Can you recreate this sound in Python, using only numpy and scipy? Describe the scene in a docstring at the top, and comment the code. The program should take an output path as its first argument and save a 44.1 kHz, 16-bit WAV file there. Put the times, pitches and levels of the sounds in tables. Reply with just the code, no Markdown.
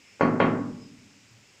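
"""Mallet knocks on a wall tile

A mallet grazes, then strikes, a ceramic tile twice in a small bare brick room. Damped by its mortar bed,
the tile gives a dead clack and one clear note; the room's standing waves and reverberation boom on.
Hands rub faintly on the glaze and afterwards bump the wall, over a steady hiss."""
import sys
import numpy as np
from scipy import signal
from scipy.fft import rfft, irfft
from scipy.io import wavfile

SR = 44100
rng = np.random.default_rng(int(sys.argv[2]) if len(sys.argv) > 2 else 0)


def inscribe(sig):
    """Save sig as 16-bit PCM at rate SR to the path in sys.argv[1].

    A 1-D sig is mono; a 2-D sig holds one channel per row.
    Samples are clipped to [-1, 1] before scaling.
    """
    pcm = np.round(np.clip(np.atleast_2d(sig).T, -1, 1) * 32767)
    wavfile.write(sys.argv[1], SR, pcm.astype(np.int16))


N = 70560
TIME, BIN_HZ = np.arange(N) / SR, np.fft.rfftfreq(N, 1 / SR)


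def from_db(db):
    """Amplitude ratio: a factor of ten per 20 dB."""
    return 10 ** (np.asarray(db) / 20)


def at_hz(points, hz):
    """Interpolation along a logarithmic frequency axis."""
    frequencies, values = np.transpose(points)
    return np.interp(np.log(np.maximum(hz, 1)), np.log(frequencies), values)


def decay(t60_s):
    """Exponential damping: 60 dB lost in t60_s."""
    return np.exp(-np.log(1000) * TIME / t60_s)


def noise(colour):
    """Spectral shaping: white noise weighted by frequency, scaled to unit rms."""
    shaped = irfft(rfft(rng.standard_normal(N)) * from_db(at_hz(colour, BIN_HZ)), N)
    return shaped / shaped.std()


def ringing(modes):
    """Modal superposition: an impulse response is a sum of damped sinusoids."""
    return sum(from_db(db) * decay(t60_s) * np.sin(2 * np.pi * hz * TIME) for hz, db, t60_s in modes)


# Background spectrum: frequency_hz, relative_density_db
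HISS_SPECTRUM = [(25, -16), (60, -6), (105, 3), (140, -4.5), (200, 0.5), (400, -3.5), (750, -9),
                 (1300, -8.5), (1800, -6.5), (2200, -3), (2650, -2.5), (3300, -9), (4200, -10.5),
                 (5250, -4), (5800, -9), (7000, -7.5), (7900, -11), (9300, -24.5), (12000, -28.5),
                 (15500, -31.5)]
def hiss(level_db=-58):
    """Stationary noise: a background of constant spectrum and level."""
    return from_db(level_db) * noise(HISS_SPECTRUM)


# Sleeve and fingers on the glaze: centre_s, width_s, pitch_hz, bandwidth_hz, level_db
RUB_STROKES = [(0.101, 0.18, 2360, 830, -61.5), (0.109, .04, 5200, 300, -63.5),
               (.84, 0.034, 5050, 150, -60)]
def rub(centre_s, width_s, pitch_hz, bandwidth_hz, level_db):
    """Sliding friction: noise in one resonance swells and fades in a Gaussian envelope."""
    edges_hz = [pitch_hz - bandwidth_hz / 2, pitch_hz + bandwidth_hz / 2]
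    resonance = signal.butter(2, edges_hz, "band", fs=SR, output="sos")
    friction = signal.sosfilt(resonance, rng.standard_normal(N))
    swell = np.exp(-.5 * ((TIME - centre_s) / width_s) ** 2)
    return from_db(level_db) * friction / friction.std() * swell


# A graze, then a blow, for each knock: start_s, impulse_db, contact_ms, relative_crack_db
MALLET_CONTACTS = [(0.1970, -24, 0.42, -39.5), (0.2095, 1.5, 0.52, -25), (0.3969, -23.5, 0.21, -22.5),
                   (0.4018, 1.5, 0.41, -52)]
def mallet(crack_band_hz=(4000, 7200)):
    """Impact force: a shorter pulse has a wider spectrum; grit cracks at each pulse's peak."""
    force, cracks = np.zeros(N), np.zeros(N)
    for start_s, impulse_db, contact_ms, crack_db in MALLET_CONTACTS:
        progress = np.clip((TIME - start_s) * 1000 / contact_ms, 0, 1)
        pulse = np.sin(np.pi * progress) ** 2
        force += from_db(impulse_db) * pulse / pulse.sum()
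        cracks[pulse.argmax()] += from_db(impulse_db + crack_db)
    grit_band = signal.butter(4, crack_band_hz, "band", fs=SR, output="sos")
    return force + signal.sosfilt(grit_band, cracks)


# Modes of the bedded tile, from dead clack to thin clink: pitch_hz, level_db, t60_s
TILE_MODES = [(563, -11, 0.025), (857, -11.5, 0.017), (1420, -11, 0.011), (2114, -19, 0.025),
              (1110, -24.3, .58), (1114.6, -32.5, .6), (1176, -50, 0.18), (1438, -53, 0.21),
              (1869, -40, 0.37), (2094, -35, 0.45), (2340, -38.5, 0.29), (2620, -38, .29), (3176, -29, .26),
              (3880, -33.5, 0.38), (4390, -30.5, 0.33), (4440, -27, .14), (5150, -40.5, 0.15),
              (6290, -34, 0.29), (6570, -32.5, .1)]
def tile(cutoff_hz=280):
    """Radiation from a small plate: its modes ring, but it radiates little below the cutoff."""
    radiation = signal.butter(2, cutoff_hz, "high", fs=SR, output="sos")
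    return signal.sosfilt(radiation, -ringing(TILE_MODES))


# Modes of the room: pitch_hz, level_db, t60_s
STANDING_WAVES = [(113.26, -31.5, 1.0), (159.84, -25.5, 0.8), (171.2, -32, 0.89), (200.4, -31, 1.3),
                  (230.4, -34.5, 1), (246.1, -21, 0.93), (270, -30.5, .96), (274, -30.5, .96),
                  (284.4, -30.5, .95), (288.1, -30, 1.3), (319.2, -32.5, 0.67), (369.3, -28, 0.6),
                  (456, -30.5, 0.76), (540, -30, 0.43), (587.6, -37.5, 0.76), (828, -40, 0.81),
                  (953, -51, 0.78)]
def room_boom(build_s=.012):
    """Standing waves: room modes build up and decay, and those close in frequency beat."""
    return ringing(STANDING_WAVES) * (1 - np.exp(-TIME / build_s)) ** 2


# Spectrum of the reflections: frequency_hz, relative_density_db
REVERB_SPECTRUM = [(25, -18.5), (55, -27), (85, -11.5), (150, -6.5), (260, -0.5), (420, -2.5), (600, -1.5),
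                   (750, -6), (1000, -5.5), (1450, -7), (2200, -8.5), (2800, -10.5), (3700, -11.5),
                   (4500, -9.5), (6500, -22.5), (10000, -38)]
# Reverberation times: frequency_hz, t60_s
REVERB_TIMES = [(60, 1.2), (130, 1.22), (250, 1.11), (500, 0.64), (1100, 0.67), (2000, 0.5), (3000, 0.32),
                (7000, .3)]
def reverberation(gain_db=-19, delay_s=0.00064, build_s=0.0013, bands=14):
    """Diffuse field: dense reflections build quickly and die band by band, the treble first."""
    spectrum = rfft(noise(REVERB_SPECTRUM))
    centres_hz = np.geomspace(60, 8000, bands)
    tail = np.zeros(N)
    for centre_hz, weights in zip(centres_hz, np.eye(bands)):
        triangular_band = at_hz(np.c_[centres_hz, weights], BIN_HZ)
        tail += irfft(spectrum * triangular_band, N) * decay(at_hz(REVERB_TIMES, centre_hz))
    onset = 1 - np.exp(-np.maximum(TIME - delay_s, 0) / build_s)
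    return from_db(gain_db) * tail * onset


# Hands meeting the wall: start_s, gain_db
HAND_CONTACTS = [(0.984, -55), (1.245, -66), (1.311, -53), (1.374, -58)]
# Spectrum of a bump: frequency_hz, relative_density_db
BUMP_SPECTRUM = [(30, -32.5), (70, -31), (110, 18), (150, -8), (220, -0.5), (450, -14), (900, -28),
                 (3000, -42)]
def hand_bumps(attack_s=0.0042, t60_s=0.48):
    """Soft impacts: their energy lies at low frequencies and lingers in the room."""
    shape = (1 - np.exp(-TIME / attack_s)) * decay(t60_s)
    envelope = sum(from_db(gain_db) * np.interp(TIME - start_s, TIME, shape, left=0)
                   for start_s, gain_db in HAND_CONTACTS)
    return noise(BUMP_SPECTRUM) * envelope


def scene():
    """Linear superposition: mallet force convolved with tile and room, plus hands and hiss, in mono."""
    impulse_response = tile() + room_boom() + reverberation()
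    knocks = signal.fftconvolve(mallet(), impulse_response)[:N]
    hands = hand_bumps() + sum(rub(*stroke) for stroke in RUB_STROKES)
    return (knocks + hands + hiss())[None]


def record(dry):
    """Band limiting: a steep low-pass filter removes the highest treble."""
    stopband_hz, attenuation_db = 16300, 70
    return signal.sosfilt(signal.cheby2(16, attenuation_db, stopband_hz, fs=SR, output="sos"), dry)


dry = scene()
out = record(dry)
inscribe(out)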